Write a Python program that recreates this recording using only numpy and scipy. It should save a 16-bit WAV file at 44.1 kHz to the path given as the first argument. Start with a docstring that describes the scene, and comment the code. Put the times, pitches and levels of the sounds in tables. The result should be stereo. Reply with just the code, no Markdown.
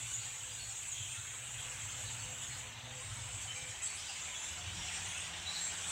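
"""A foggy field ringed by trees, where a big flock of blackbirds chatters.
Hundreds of far chucks, creaks and thin squeaks blur into a wash; nearer whistles and buzzing cheks
stand out. Each call is a short glide, roughened by pitch flutter and scattered by the wood.
Underneath sit the hum of a far engine, short low thumps, a faint whine, soft far-off noise
and the hiss of a mono microphone."""
import sys
import numpy as np
from scipy import signal
from scipy.fft import rfft, irfft, next_fast_len
from scipy.io import wavfile
from scipy.ndimage import uniform_filter1d

SR = 44100
rng = np.random.default_rng(int(sys.argv[2]) if len(sys.argv) > 2 else 0)


def persist_wave(psi):
    """Save psi, clipped to +-1, as 16-bit WAV."""
    counts = np.round(np.clip(psi, -1, 1) * 32767).astype(np.int16)
    wavfile.write(sys.argv[1], SR, np.atleast_2d(counts).T)


N = 260631
TIME = np.arange(N) / SR
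CUTOFF_HZ = 15800


def from_db(db):
    """Decibels to gain."""
    return 10 ** (np.asarray(db) / 20)


def rms_one(x):
    """Scale to an rms of 1."""
    return x / np.sqrt(np.mean(x ** 2) + 1e-20)


def steadied(x, size):
    """Hold the slow level at rms 1 over `size` samples; quicker flicker stays."""
    return x / np.sqrt(np.abs(uniform_filter1d(x ** 2, size=size)) + 1e-12)


def automation(rows):
    """Draw one lane per column through timed breakpoints."""
    times, *columns = np.transpose(rows)
    return [np.interp(TIME, times, column) for column in columns]


def drift(rate, size=N):
    """Random modulation with `rate` turns a second and a spread near 1."""
    at = np.arange(size) * rate / SR + rng.random()
    turns = int(at[-1]) + 2
    return np.interp(at, np.arange(turns), rng.normal(0, 1.2, turns))


def coloured(x, eq):
    """Pass a sound through an EQ curve; rms 1."""
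    hz, db = np.transpose(eq)
    size = next_fast_len(N)
    bins = np.maximum(np.fft.rfftfreq(size, 1 / SR), 1)
    gain = from_db(np.interp(np.log(bins), np.log(hz), db))
    return rms_one(irfft(rfft(x, size) * gain, size)[:N])


def fade_in(at_s, length_s):
    """A ramp from 0 to 1 centred on a moment."""
    return np.clip((TIME - at_s) / length_s + .5, 0, 1)


def add(track, sound, at_s):
    """Mix a sound into a track, trimmed at both ends."""
    start = int(at_s * SR)
    first, last = max(start, 0), min(start + len(sound), len(track))
    if last > first:
        track[first:last] += sound[first - start:last - start]


def tone(hz, waver_hz, waver_rate):
    """A sine of rms 1 whose pitch wavers."""
    pitch = hz + waver_hz * drift(waver_rate)
    return np.sqrt(2) * np.sin(2 * np.pi * np.cumsum(pitch) / SR)


def chirp(length_s, start_hz, end_hz, rasp, rasp_hz=650, flutter_rate=900):
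    """One call of rms 1: a gliding whistle, made raspy by fast pitch flutter."""
    size = max(int(length_s * SR), 64)
    along = np.linspace(0, 1, size)
    pitch = start_hz + (end_hz - start_hz) * along + rasp * rasp_hz * drift(flutter_rate, size)
    swell = np.sqrt(4 * along * (1 - along))
    return rms_one(swell * np.sin(2 * np.pi * np.cumsum(pitch) / SR))


def wood(call, t60, wet_db):
    """Trunks and branches return a different short train of fading echoes from each perch."""
    delay_s = np.arange(6000) / SR
    echoes = (rng.random(len(delay_s)) - .5) * from_db(-60 * delay_s / t60)
    echoes *= from_db(wet_db) / np.linalg.norm(echoes)
    echoes[0] = 1  # the direct sound
    return signal.fftconvolve(call, echoes / np.linalg.norm(echoes))


# EQ of the far voices: f/Hz, level/dB
VOICE_EQ = [(700, -7), (1400, -9.5), (2000, -6), (3000, -1), (3600, -4.5), (4200, -12), (5000, -14),
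            (5800, -8.5), (6500, -3.5), (7600, 2), (8200, -2), (9000, -15), (10000, -22), (12000, -41)]


def far_calls(count, low_hz, high_hz, length_s, glide, rasp, spread_db, wet_db):
    """An even bed of birds calling at random, each at its own pitch and distance."""
    preroll = SR // 4
    track = np.zeros(N + preroll)
    birds = zip(rng.random((count, 4)), rng.standard_normal((count, 2)))
    for (when, pitch, size, harsh), (slope, nearness) in birds:
        hz = low_hz + (high_hz - low_hz) * pitch
        call = chirp(length_s * (.5 + size), hz, hz * (1 + glide * slope), rasp * harsh)
        gain = from_db(spread_db * min(nearness, 1.5))
        add(track, gain * wood(call, t60=0.97, wet_db=wet_db), when * len(track) / SR)
    return steadied(coloured(track[preroll:], VOICE_EQ), size=7000)


# Fader rides on the flock's lower calls: t/s, chuck level/dB, creak level/dB
CHATTER_RIDE = [(0, -49, -60), (.72, -52.7, -60), (1.08, -49.5, -60.5), (1.36, -51, -65),
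                (1.72, -49.5, -59), (2.44, -50.5, -62.5), (2.78, -52, -60), (3.8, -50, -58.5),
                (4.12, -47.7, -53.5), (4.55, -48.7, -57.5), (4.95, -45.5, -50.5), (5.3, -47, -56.5),
                (5.6, -48.5, -52.5), (5.91, -46, -55.5)]
# Treble ride, moving the squeaks, stray birds and hiss: t/s, level/dB
TREBLE_RIDE = [(0, -44.3), (.5, -46.5), (.94, -44.3), (1.25, -47), (2.05, -45.5), (2.6, -47.5),
               (2.75, -57.5), (2.85, -57.5), (2.98, -49.5), (3.42, -46.5), (3.9, -49), (4.5, -45.5),
               (4.64, -51), (4.92, -45.7), (5.2, -46.5), (5.38, -52), (5.6, -44.5), (5.91, -44.5)]


def flock():
    """The wash: low chucks and mid creaks, with thin squeaks coming and going on top."""
    chucks_db, creaks_db = automation(CHATTER_RIDE)
    treble_db, = automation(TREBLE_RIDE)
    chucks = far_calls(count=1700, low_hz=1398, high_hz=4312, length_s=.018,
                       glide=0.0703, rasp=0.598, spread_db=2.5, wet_db=2)
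    creaks = far_calls(count=750, low_hz=3909, high_hz=6290, length_s=.03,
                       glide=0.04, rasp=0.882, spread_db=3, wet_db=6)
    squeaks = far_calls(count=2400, low_hz=6222, high_hz=11530, length_s=.02,
                        glide=0.0404, rasp=0.688, spread_db=2, wet_db=4.5)
    return (from_db(chucks_db - 0.77) * chucks
            + from_db(creaks_db + 1.8) * creaks
            + from_db(treble_db - 0.4) * squeaks)


def treble_swing():
    """How far the treble ride stands above its mean, in dB."""
    db, = automation(TREBLE_RIDE)
    return db - db.mean()


# Fader ride on the engine drone: t/s, level/dB
DRONE_RIDE = [(0, -55), (.5, -55), (.78, -60), (1.03, -52), (1.32, -60.5), (1.9, -50.5), (2.95, -59),
              (3.1, -54), (3.42, -50.5), (3.76, -57.5), (4.1, -65), (4.21, -56), (4.39, -64), (4.66, -48.5),
              (4.92, -60), (5.03, -53), (5.3, -57.5), (5.91, -65)]
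# Drone EQ before and after its pitch drops: f/Hz, level/dB
DRONE_HIGH_EQ = [(16, -64), (28, -28), (40, -42), (51, -3), (80, -4.5), (112, 3.5), (132, -4), (162, -15.5),
                 (210, -20.5), (241, -22.5), (269, -20), (300, -24), (390, -53), (660, -120)]
DRONE_LOW_EQ = [(16, -51), (28, -33), (51, -6), (86, 1.5), (104, -2), (124, -18), (140, -10.5),
                (156, -14.5), (172, -9), (206, -19.5), (253, -34), (300, -21), (390, -28), (660, -120)]
# Held engine tones: start t/s, end t/s, f/Hz, level/dB
ENGINE_TONES = [(.9, 3.452, 122.5, -62), (1.498, 3.503, 107.9, -64.5), (1.89, 2.996, 241.4, -71.5),
                (4.5, 5.946, 89.95, -62), (4.802, 5.955, 170.8, -66.5)]
PITCH_DROP_S = 3.72


def engine_hum(swell_db=2.57, swells_per_s=12):
    """A far engine: an uneven noise drone that crossfades to a lower pitch, plus wavering tones."""
    dropped = fade_in(PITCH_DROP_S, 0.048)
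    high = coloured(rng.standard_normal(N), DRONE_HIGH_EQ)
    low = coloured(rng.standard_normal(N), DRONE_LOW_EQ)
    drone = steadied(np.sqrt(1 - dropped) * high + np.sqrt(dropped) * low, size=5000)
    ride_db, = automation(DRONE_RIDE)
    track = from_db(ride_db - 1 + swell_db * drift(swells_per_s)) * drone
    for start_s, end_s, hz, db in ENGINE_TONES:
        gate = fade_in(start_s, 0.083) * (1 - fade_in(end_s, 0.14))
        track += from_db(db + 2.4 * drift(8.5)) * gate * tone(hz, waver_hz=2.08, waver_rate=12)
    return track


# Fader ride on the distant bed: t/s, level/dB
DISTANCE_RIDE = [(0, -61.8), (1.35, -63), (1.65, -58.5), (2.6, -58.6), (3.9, -59), (5.0, -56), (5.91, -55)]
# EQ of the far-off noise: f/Hz, level/dB
DISTANCE_EQ = [(20, 3), (150, 1.5), (260, -4.5), (420, -3.5), (600, 0), (850, 2.5), (1300, 0), (1800, 1.5),
               (3000, -1), (6000, -31)]


def distant_bed():
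    """Soft far-off noise and the flock's faintest low gurgles, slowly building together."""
    ride_db, = automation(DISTANCE_RIDE)
    noise = coloured(rng.standard_normal(N), DISTANCE_EQ)
    gurgles = far_calls(count=380, low_hz=697.4, high_hz=1554, length_s=0.029,
                        glide=0.0494, rasp=0.19, spread_db=7, wet_db=-3)
    return from_db(ride_db + 3) * noise + from_db(ride_db - 3.3) * gurgles


# Nearly flat EQ of the hiss: f/Hz, level/dB
HISS_EQ = [(1000, 0.15), (10000, 0.82), (13000, 0), (16000, 0.15)]


def microphone_hiss(base_db=-62.5, treble_share=.6, sink_db=2.5):
    """Microphone hiss that partly follows the treble ride and sinks midway."""
    db = base_db + treble_share * treble_swing() - sink_db * fade_in(at_s=2.9, length_s=.12)
    return from_db(db) * coloured(rng.standard_normal(N), HISS_EQ)


# Short low thumps in the rumble: t/s, level/dB
THUMP_CUES = [(.04, -45), (.196, -44), (1.013, -40), (1.057, -42), (1.19, -43), (1.843, -40),
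              (2.052, -41.5), (2.237, -42), (3.061, -40), (3.131, -37.5), (3.219, -38), (3.339, -42),
              (4.2, -48), (4.68, -38), (5.087, -43)]


def low_thumps(high_hz=105, low_hz=95.3, width_s=.014, trim_db=-1.8):
    """Short low thumps in the rumble, each a few cycles of a sine; the later ones sit lower."""
    track = np.zeros(N)
    for at_s, db in THUMP_CUES:
        hz = high_hz if at_s < PITCH_DROP_S else low_hz
        envelope = np.exp(-((TIME - at_s) / width_s) ** 2)
        track += from_db(db + trim_db) * envelope * np.cos(2 * np.pi * (hz * TIME + rng.random()))
    return track


# Harsh "chek" calls: t/s, length/s, start f/Hz, end f/Hz, level/dB, rasp/0-1
CHEK_CUES = [(.05, 0.095, 1500, 1480, -50, 0.2), (0.801, 0.036, 1310, 1290, -58, 0.8),
             (1.579, 0.044, 810, 756, -57, 0.76), (1.986, 0.067, 1394, 1400, -57, 0),
             (2.416, 0.043, 976, 950, -54, 0.57), (2.575, 0.022, 1114, 1034, -52, 0.98),
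             (3.404, 0.039, 1524, 1527, -47.5, 0.24), (3.674, 0.033, 1256, 1266, -58, 0.3),
             (3.819, .065, 1330, 1254, -49.5, 0.1), (4.438, 0.025, 1105, 1100, -53, 0.55),
             (5.61, 0.034, 897, 866, -55, 0.7), (5.864, 0.078, 1118, 1083, -46, 0.3)]
# The birds' throat resonances: f/Hz, level/dB
THROAT_EQ = [(1000, -21), (3200, -8.5), (5000, -16), (6500, -7), (7700, -2), (9000, -11), (10500, -18),
             (12500, -29), (15000, -35)]


def cheks():
    """A buzzing voice: an unsteady, mostly falling pitch with harmonics shaped by the throat."""
    track = np.zeros(N)
    throat_hz, throat_db = np.transpose(THROAT_EQ)
    for at_s, length_s, start_hz, end_hz, db, rasp in CHEK_CUES:
        voice = signal.hilbert(chirp(length_s, start_hz, end_hz, rasp, rasp_hz=179))
        harmonics = np.arange(1, CUTOFF_HZ // start_hz)
        gains = from_db(np.interp(harmonics * start_hz, throat_hz, throat_db))
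        offsets = rng.uniform(0, 2 * np.pi, (len(gains), 1))
        buzz = gains @ np.cos(np.outer(harmonics, np.angle(voice)) + offsets)
        call = rms_one(np.abs(voice) * buzz)
        add(track, from_db(db) * wood(call, t60=0.24, wet_db=-3), at_s)
    return track


# Foreground calls: t/s, length/s, f/Hz, level/dB, rasp/0-1
NEAR_CUES = [(0.128, 0.035, 6850, -39, 0.36), (0.199, 0.049, 4420, -54, 0.24),
             (.502, .045, 4845, -57.5, 0.05), (0.59, 0.051, 4370, -52, 0.12),
             (.758, 0.017, 6800, -44.5, 0.26), (0.909, 0.035, 6670, -43.5, .18),
             (0.915, .17, 3280, -50.5, 0.23), (1.067, 0.092, 8500, -49.5, 0.36),
             (1.084, 0.094, 2580, -49, 0.06), (1.582, 0.036, 3160, -48.5, .2), (1.73, 0.046, 8520, -52, 0),
             (1.877, 0.051, 6440, -50, .2), (2.047, 0.064, 4030, -51.5, 0.5), (2.191, .03, 4450, -54, 0.1),
             (2.41, 0.037, 7040, -45.5, .3), (2.417, 0.034, 3360, -49, 0.46), (2.447, .04, 6550, -49, 0.06),
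             (2.498, .07, 4280, -55, .12), (3.003, 0.065, 8300, -52.5, .3), (3.258, 0.16, 8170, -56, 0.33),
             (3.471, .055, 3085, -47.5, 0.16), (3.55, 0.055, 6470, -50, 0.23), (3.555, .024, 2360, -45, .1),
             (3.82, 0.063, 7850, -38.5, 0.42), (3.853, 0.065, 4460, -53, 0.16),
             (3.937, 0.057, 10100, -57.5, 0.6), (3.967, .043, 5180, -51, 0.45),
             (4.07, 0.048, 4870, -48.5, 0.25), (4.215, 0.033, 7280, -44, .28),
             (4.341, 0.029, 3370, -45, 0.1), (4.404, 0.069, 7250, -49, .05), (4.88, 0.018, 2810, -43, .35),
             (4.912, 0.025, 1960, -46, .2), (4.927, 0.038, 8350, -49.5, 0.02),
             (5.027, 0.11, 9130, -55.5, .2), (5.137, 0.073, 2670, -46.5, 0.3),
             (5.166, 0.053, 8560, -47, 0.15), (5.46, 0.038, 3980, -41.5, 0.24),
             (5.528, 0.073, 4160, -43, 0.26), (5.598, 0.086, 7600, -42.5, 0.1),
             (5.692, 0.047, 2800, -49, 0.22), (5.86, 0.053, 7880, -42, 0.3)]
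GLIDE = 0.0149  # typical slide to either side of a call's pitch, as a share of it


def near_birds(trim_db=-1, octave_db=-24):
    """Single whistles and rasps from closer birds; the lower ones carry a weak octave."""
    track = np.zeros(N)
    slides = GLIDE * rng.standard_normal(len(NEAR_CUES))
    for (at_s, length_s, hz, db, rasp), slide in zip(NEAR_CUES, slides):
        start_hz, end_hz = hz * (1 - slide), hz * (1 + slide)
        call = chirp(length_s, start_hz, end_hz, rasp)
        if start_hz < SR / 8:
            call += from_db(octave_db) * chirp(length_s, 2 * start_hz, 2 * end_hz, rasp)
        add(track, from_db(db) * wood(call, t60=0.49, wet_db=0.5), at_s)
    return from_db(trim_db) * track


def stray_birds(count=48, low_hz=3505, high_hz=12030, length_s=.035, base_db=-58, db_per_octave=-6.5):
    """Mid-distance birds pipe up at random, weaker the higher they call."""
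    track = np.zeros(N)
    for when, pitch, size, slope in rng.random((count, 4)):
        hz = low_hz * (high_hz / low_hz) ** pitch
        slide = 2 * GLIDE * (2 * slope - 1)
        call = chirp(length_s * (.5 + size), hz * (1 - slide), hz * (1 + slide), rasp=0.39)
        db = base_db + db_per_octave * np.log2(hz / low_hz)
        add(track, from_db(db) * wood(call, t60=0.41, wet_db=-1), when * N / SR)
    return from_db(treble_swing()) * track


# Spells of the whine, about three a second: centre t/s, level/dB
WHINE_CUES = [(.3, -71), (.48, -71), (.72, -74), (1.37, -72), (1.69, -66), (2.04, -68), (2.32, -65.5),
              (2.64, -68.5), (2.95, -64.5), (3.24, -69), (3.62, -63.5)]


def whine(hz=506.4, spell_s=0.17, edge_s=.08, trim_db=-0.1, flicker_db=2.3):
    """A thin, unsteady tone that fades in and out in spells of equal length."""
    spells = np.zeros(N)
    for centre_s, db in WHINE_CUES:
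        attack = fade_in(centre_s - spell_s / 2, edge_s)
        release = 1 - fade_in(centre_s + spell_s / 2, edge_s)
        spells += from_db(db) * attack * release
    flicker = from_db(trim_db + flicker_db * drift(30.34))
    return flicker * spells * tone(hz, waver_hz=4.72, waver_rate=39.92)


def scene():
    """Birds over the low end and the beds; one microphone feeds both channels."""
    birds = flock() + near_birds() + stray_birds() + cheks()
    mix = birds + engine_hum() + low_thumps() + whine() + distant_bed() + microphone_hiss()
    return np.tile(mix, (2, 1))


def record(dry, low_cut_hz=37):
    """Roll off the deepest bass and cut the top steeply."""
    low_cut = signal.butter(4, low_cut_hz, "high", fs=SR, output="sos")
    high_cut = signal.ellip(12, .1, 70, CUTOFF_HZ, fs=SR, output="sos")
    return signal.sosfilt(high_cut, signal.sosfilt(low_cut, dry))


dry = scene()
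out = record(dry)
persist_wave(out)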